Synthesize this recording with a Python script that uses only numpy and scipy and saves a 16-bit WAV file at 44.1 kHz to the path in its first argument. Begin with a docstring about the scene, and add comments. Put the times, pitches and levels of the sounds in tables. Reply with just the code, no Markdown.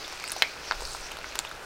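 """Light rain falls on a shallow puddle and wet leaves beside a stone wall in a quiet courtyard.
From the start there is fine far rain, patter and a bird's thin notes, with soft drops and a bubble.
Just after 0.4 s the loudest drops strike and a bubble rings on; air rumble swells near 0.8 s, when
spray sizzles on the leaves. Near 1.4 s come sharp drops, then a last bubble and a last faint drop.
Drops and bubbles are dying tones, the bird is gliding tones, the rest is shaped noise or tiny clicks."""
import sys
import numpy as np
from scipy import signal
from scipy.fft import rfft, irfft
from scipy.io import wavfile

SR = 44100
rng = np.random.default_rng(int(sys.argv[2]) if len(sys.argv) > 2 else 0)


def file_out(sig):
    """Save sig as 16-bit WAV at sys.argv[1]."""
    # one column per channel
    cols = np.atleast_2d(sig).T
    # limit, then scale
    lim = np.clip(cols, -1, 1)
    pcm = np.round(lim * 32767).astype(np.int16)
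    wavfile.write(sys.argv[1], SR, pcm)


N = 72765  # length in samples


def from_db(db):
    """Turn decibels into gain."""
    return 10 ** (np.asarray(db) / 20)


def rms_one(x):
    """Scale a sound to an average strength (rms) of 1."""
    return x / np.sqrt(np.mean(x ** 2) + 1e-20)


def level(rows):
    """Gain over time, joining (time [s], level [dB]) points with straight lines."""
    times, levels_db = np.transpose(rows)
    return from_db(np.interp(np.arange(N) / SR, times, levels_db))


def colour(x, points):
    """Filter by a curve of (frequency [Hz], gain [dB]) points, joined on a log frequency scale."""
    hz, db = np.transpose(points)
    bin_hz = np.maximum(np.arange(N // 2 + 1) * SR / N, 1)
    gain = from_db(np.interp(np.log(bin_hz), np.log(hz), db))
    return irfft(rfft(x) * gain, N)


def one_pole(x, hz, kind):
    """Gentle low-pass or high-pass filter."""
    return signal.sosfilt(signal.butter(1, hz, kind, fs=SR, output="sos"), x)


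def drift(rate_hz):
    """Random wandering with an rms of 1; a higher rate wanders faster."""
    r = np.exp(-2 * np.pi * rate_hz / SR)
    wander = signal.lfilter([1], [1, -2 * r, r * r], rng.standard_normal(2 * N))
    return rms_one(wander[N:])  # skip the filter's start-up


def add(out, start_s, sound):
    """Mix a sound in at a given time."""
    i = int(np.clip(start_s * SR, 0, N - 1))
    out[i:i + len(sound)] += sound[:N - i]


def yard(x, t60_s):
    """Diffuse reflections from the stone walls, dying by 60 dB in t60_s."""
    t = np.arange(SR // 2) / SR
    tail = rng.standard_normal(len(t)) * from_db(-60 * t / t60_s)
    return signal.fftconvolve(x, tail / np.linalg.norm(tail))[:N]


def noise(spectrum):
    """Smooth coloured noise with an rms of 1."""
    return rms_one(colour(rng.standard_normal(N), spectrum))


def grains(per_s, spread_db, spectrum):
    """Random tiny impacts of uneven size, each ringing briefly in one of 12 bands."""
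    edges = np.geomspace(500, 16000, 13)  # band edges in Hz
    sizes = from_db(spread_db * np.minimum(rng.exponential(1, N), 4)) * rng.choice([-1, 1], N)
    clicks = sizes * (rng.random(N) < per_s / SR)
    chosen_band = rng.integers(0, len(edges) - 1, N)
    out = np.zeros(N)
    for k, band in enumerate(zip(edges, edges[1:])):
        band_filter = signal.butter(2, band, "band", fs=SR, output="sos")
        out += signal.sosfilt(band_filter, clicks * (chosen_band == k) + 1e-18)
    return rms_one(colour(out, spectrum))


# Near drops, each with two rings and a splash; the row at 0.3224 s is the wall throwing back the drop just
# before it: (time [s], main ring [Hz], main level [dB], # second ring [Hz], second level [dB], time for the
# rings to swell to their peak [ms], splash level [dB])
NEAR_DROPS = [ (0.0795, 1550, -24, 5400, -25, 0.13, -19), (0.1256, 1200, -25, 5230, -30, 0.2, -17),
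              (.1996, 1550, -30, 5050, -26, 0.14, -20), (0.2401, 2200, -21.5, 1470, -27.5, 0.49, -11),
              (0.2774, 2430, -25, 8270, -26, 0.32, -16), (0.2863, 8100, -25.5, 2300, -37, .2, -32),
              (0.2967, 5300, -24, 1650, -27, 0.39, -16), (0.3054, 6800, -28, 1680, -31, 0.31, -19),
              (0.3191, 10100, -13, 4100, -20, 0.14, -11), (0.3224, 10400, -44, 1540, -35, 0.13, -6),
              (.3640, 715, -25, 3960, -39, 0.81, -13.5), (0.4222, 2210, -2.5, 3080, -2.5, 0.19, 2),
              (0.4228, 4140, -10, 2950, -15, 0.48, -29), (0.4267, 2060, -14.5, 1530, -44, 0.61, -23),
              (0.7115, 1470, -8, 4670, -17.5, 0.32, -27), (.7210, 1300, -14, 3700, -21, 0.29, -27),
              (0.8066, 820, -27.5, 2150, -35, .35, -14), (0.8215, 870, -30, 516, -26, 0.76, -26),
              (0.852, 5140, -26, 4540, -27, 0.69, -17), (.9486, 1300, -26.5, 1010, -29, 0.72, -24),
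              (1.117, 2930, -30.5, 880, -32.5, 0.54, -12.5), (1.17, 1370, -27, 3270, -31, 0.29, -17.5),
              (1.1880, 706, -29, 4130, -31, 0.38, -20), (1.2432, 1490, -25, 1950, -25.5, 0.63, -27),
              (1.3551, 1810, -17.5, 3240, -25, 0.13, -5.5), (1.3901, 7320, -9.5, 3980, -10.5, .15, -1),
              (1.3979, 4260, -23.5, 1210, -22.5, 0.19, -15), (1.4497, 1090, -26.5, 2800, -25.5, 0.42, -21),
              (1.4915, 11500, -39, 10600, -44, 0.17, -38), (1.5136, 1390, -27.5, 3600, -40, 0.84, -20.5), ]
SPLASH_DECAY_S, SPLASH_TOP_HZ = 0.0015, 11200
SCATTER_DECAY_S, SCATTER_DB = 0.0053, -5  # droplets thrown by each splash
DROP_LOW_CUT_HZ = 453
WALL_ECHO_S, WALL_ECHO_DB = 0.0045, -20
DROP_YARD_T60_S, DROP_YARD_TOP_HZ, DROP_YARD_DB = 0.096, 3380, -7


def near_drops():
    """Each drop sets two heavily damped rings going and throws a short splash; wall and yard answer."""
    out, t = np.zeros(N), np.arange(SR // 40) / SR
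    for start_s, main_hz, main_db, second_hz, second_db, swell_ms, splash_db in NEAR_DROPS:
        main_ring = from_db(main_db) * np.sin(2 * np.pi * main_hz * t)
        second_ring = from_db(second_db) * np.sin(2 * np.pi * second_hz * t)
        age = t * 1000 / swell_ms
        swell_and_die = age * np.exp(1 - age)  # peaks at 1 when age is 1
        fade = np.exp(-t / SPLASH_DECAY_S) + from_db(SCATTER_DB) * np.exp(-t / SCATTER_DECAY_S)
        splash = rng.standard_normal(len(t)) * fade
        splash = splash / np.linalg.norm(splash)
        for _ in range(2):  # two passes soften the top more steeply
            splash = one_pole(splash, SPLASH_TOP_HZ, "low")
        add(out, start_s, (main_ring + second_ring) * swell_and_die + from_db(splash_db) * splash)
    out = signal.sosfilt(signal.butter(2, DROP_LOW_CUT_HZ, "high", fs=SR, output="sos"), out)
    echo = np.interp(np.arange(N) - WALL_ECHO_S * SR, np.arange(N), out)
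    reflections = one_pole(yard(out, DROP_YARD_T60_S), DROP_YARD_TOP_HZ, "low")
    return out + from_db(WALL_ECHO_DB) * echo + from_db(DROP_YARD_DB) * reflections


# Bubbles left ringing in the puddle:
# (time [s], starting pitch [Hz], level before flutter [dB], time to die by 60 dB [s])
RINGING_BUBBLES = [(.046, 3500, -35, 0.045), (.431, 2263, -27, 0.19), (1.469, 3500, -36.5, 0.047)]
BUBBLE_RISE_PER_S, BUBBLE_WOBBLE = 0.34, 0.066  # both as a share of the pitch
BUBBLE_FLUTTER_DB = 3.5


def bubbles():
    """Trapped bubbles ring roughly in the stirred water, rising a little in pitch."""
    out, t = np.zeros(N), np.arange(N) / SR
    for start_s, hz, db, t60_s in RINGING_BUBBLES:
        pitch = hz * (1 + BUBBLE_RISE_PER_S * t + BUBBLE_WOBBLE * drift(250))
        decay = from_db(-60 * t / t60_s)
        loudness = from_db(db + BUBBLE_FLUTTER_DB * drift(220))
        add(out, start_s, decay * loudness * np.sin(2 * np.pi * np.cumsum(pitch) / SR))
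    return out


# Bird notes: (time [s], length [s], level before shaping and mixing [dB], start pitch [Hz],
# middle pitch [Hz], end pitch [Hz], pitch waver [share of the pitch])
BIRD_NOTES = [ (.01, .11, -52, 4190, 5290, 6010, .06), (.243, 0.039, -41.5, 4350, 4960, 5470, .008),
              (0.352, 0.069, -49, 5500, 5800, 5130, 0.053), (0.634, 0.09, -46, 5210, 5600, 5080, 0.067),
              (1.015, 0.066, -44.5, 5290, 5640, 5830, 0.064),
              (1.242, 0.077, -52.5, 5060, 5880, 5630, 0.086), ]
BIRD_T60_S, BIRD_DIRECT_DB, BIRD_YARD_DB = 0.14, -2, -2


def bird():
    """Thin wavering whistles along a curve of pitch, heard largely through reflections."""
    out = np.zeros(N)
    for start_s, length_s, db, start_hz, middle_hz, end_hz, waver in BIRD_NOTES:
        progress = np.linspace(0, 1, int(length_s * SR))
        curve = np.polyfit([0, 0.5, 1], [start_hz, middle_hz, end_hz], 2)
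        pitch = np.polyval(curve, progress) * (1 + waver * drift(340)[:len(progress)])
        swell = np.sqrt(2 * np.abs(np.sin(np.pi * progress)))
        add(out, start_s, from_db(db) * swell * np.sin(2 * np.pi * np.cumsum(pitch) / SR))
    return from_db(BIRD_DIRECT_DB) * out + from_db(BIRD_YARD_DB) * yard(out, BIRD_T60_S)


# Loudness of the patter on the leaves: (time [s], level [dB])
PATTER_LOUDNESS = [(0, -45), (.15, -44), (.35, -46), (.5, -46), (.58, -48), (.7, -44), (.9, -53.5),
                   (1.1, -43.5), (1.2, -50.5), (1.32, -44), (1.47, -47.5), (1.6, -57.5)]
# Tone of the patter: (frequency [Hz], relative level [dB])
PATTER_TONE = [(700, -12), (1500, -11), (2000, -3), (2550, 2.5), (3200, -4.5), (5000, -6.5), (7000, -11),
               (15000, -41)]


def leaf_patter():
    """Many tiny drops strike the leaves, 4300 a second on average."""
    return level(PATTER_LOUDNESS) * grains(4300, spread_db=2.5, spectrum=PATTER_TONE)


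# Loudness of the fine spray: (time [s], level [dB])
SPRAY_LOUDNESS = [(0, -77), (.12, -55.5), (.24, -58), (.33, -46.5), (.42, -59), (.58, -65), (.79, -60),
                  (.82, -47.5), (.93, -45.5), (1.08, -57), (1.15, -70), (1.33, -81), (1.41, -54),
                  (1.5, -65), (1.65, -58)]
# Tone of the spray: (frequency [Hz], relative level [dB])
SPRAY_TONE = [(3000, -30), (6000, 0.5), (8500, 4), (11000, -10.5), (15000, -19.5)]


def spray():
    """Finer, denser and brighter impacts, 7200 a second on average, sizzle on the leaves."""
    return level(SPRAY_LOUDNESS) * grains(7200, spread_db=4.5, spectrum=SPRAY_TONE)


# Loudness of the high haze around the bird: (time [s], level [dB])
HAZE_LOUDNESS = [(0, -44), (.2, -52), (.38, -43), (.5, -46.5), (.58, -54), (.66, -46), (.78, -46.5),
                 (.92, -42.5), (1.07, -51), (1.16, -57), (1.3, -49.5), (1.42, -58), (1.52, -54),
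                 (1.65, -65)]
# Tone of the haze: (frequency [Hz], relative level [dB])
HAZE_TONE = [(2500, -17), (3500, -1.5), (4400, 5), (5600, 1.5), (6600, -6), (8000, -20)]


def haze():
    """High noise around the bird's pitch, rising and falling in level."""
    return level(HAZE_LOUDNESS) * noise(HAZE_TONE)


# Tone of the far rain: (frequency [Hz], relative level [dB])
FAR_RAIN_TONE = [(100, -4), (230, -9), (380, -1), (800, -0.5), (1100, -2), (1450, 1), (1900, -5.5),
                 (3200, -11.5), (5000, -14.5), (8000, -21.5), (12000, -26), (16000, -29)]
FAR_RAIN_DB, FAR_RAIN_FLICKER_DB = -43.5, 1.1


def far_rain():
    """The even wash of countless far drops, as noise that flickers slightly in level."""
    return from_db(FAR_RAIN_DB + FAR_RAIN_FLICKER_DB * drift(77)) * noise(FAR_RAIN_TONE)


# Loudness of the air on the microphone: (time [s], level [dB])
RUMBLE_LOUDNESS = [(0, -57.5), (.6, -60.5), (.8, -43.5), (1.0, -46.5), (1.2, -51), (1.65, -53)]
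# Tone of the rumble before a gentle low-pass: (frequency [Hz], relative level [dB])
RUMBLE_TONE = [(20, 6.5), (55, 4), (90, -10), (150, -25.5), (300, -40)]


def air_rumble():
    """Air moving over the microphone makes a deep, uneven rumble."""
    rumble = one_pole(noise(RUMBLE_TONE), 270, "low")
    return level(RUMBLE_LOUDNESS) * rms_one(rumble)


# Stereo spread of the far rain: (frequency [Hz], gain of the side signal [dB])
RAIN_WIDTH = [(60, -53), (250, -30), (1500, -54), (5000, -43.5), (9000, -9), (14000, -2)]


def scene():
    """Every source sits in the middle; a second far rain, mostly its top, spreads to the sides."""
    mid = near_drops() + bubbles() + bird()
    mid += leaf_patter() + spray() + haze() + far_rain() + air_rumble()
    side = colour(far_rain(), RAIN_WIDTH)
    return np.array([mid + side, mid - side])


def record(dry):
    """Clip peaks beyond full scale, then cut the top by 70 dB from 16600 Hz up."""
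    top_cut = signal.cheby2(16, 70, 16600, fs=SR, output="sos")
    return signal.sosfilt(top_cut, np.clip(dry, -1, 1))


dry = scene()
out = record(dry)
file_out(out)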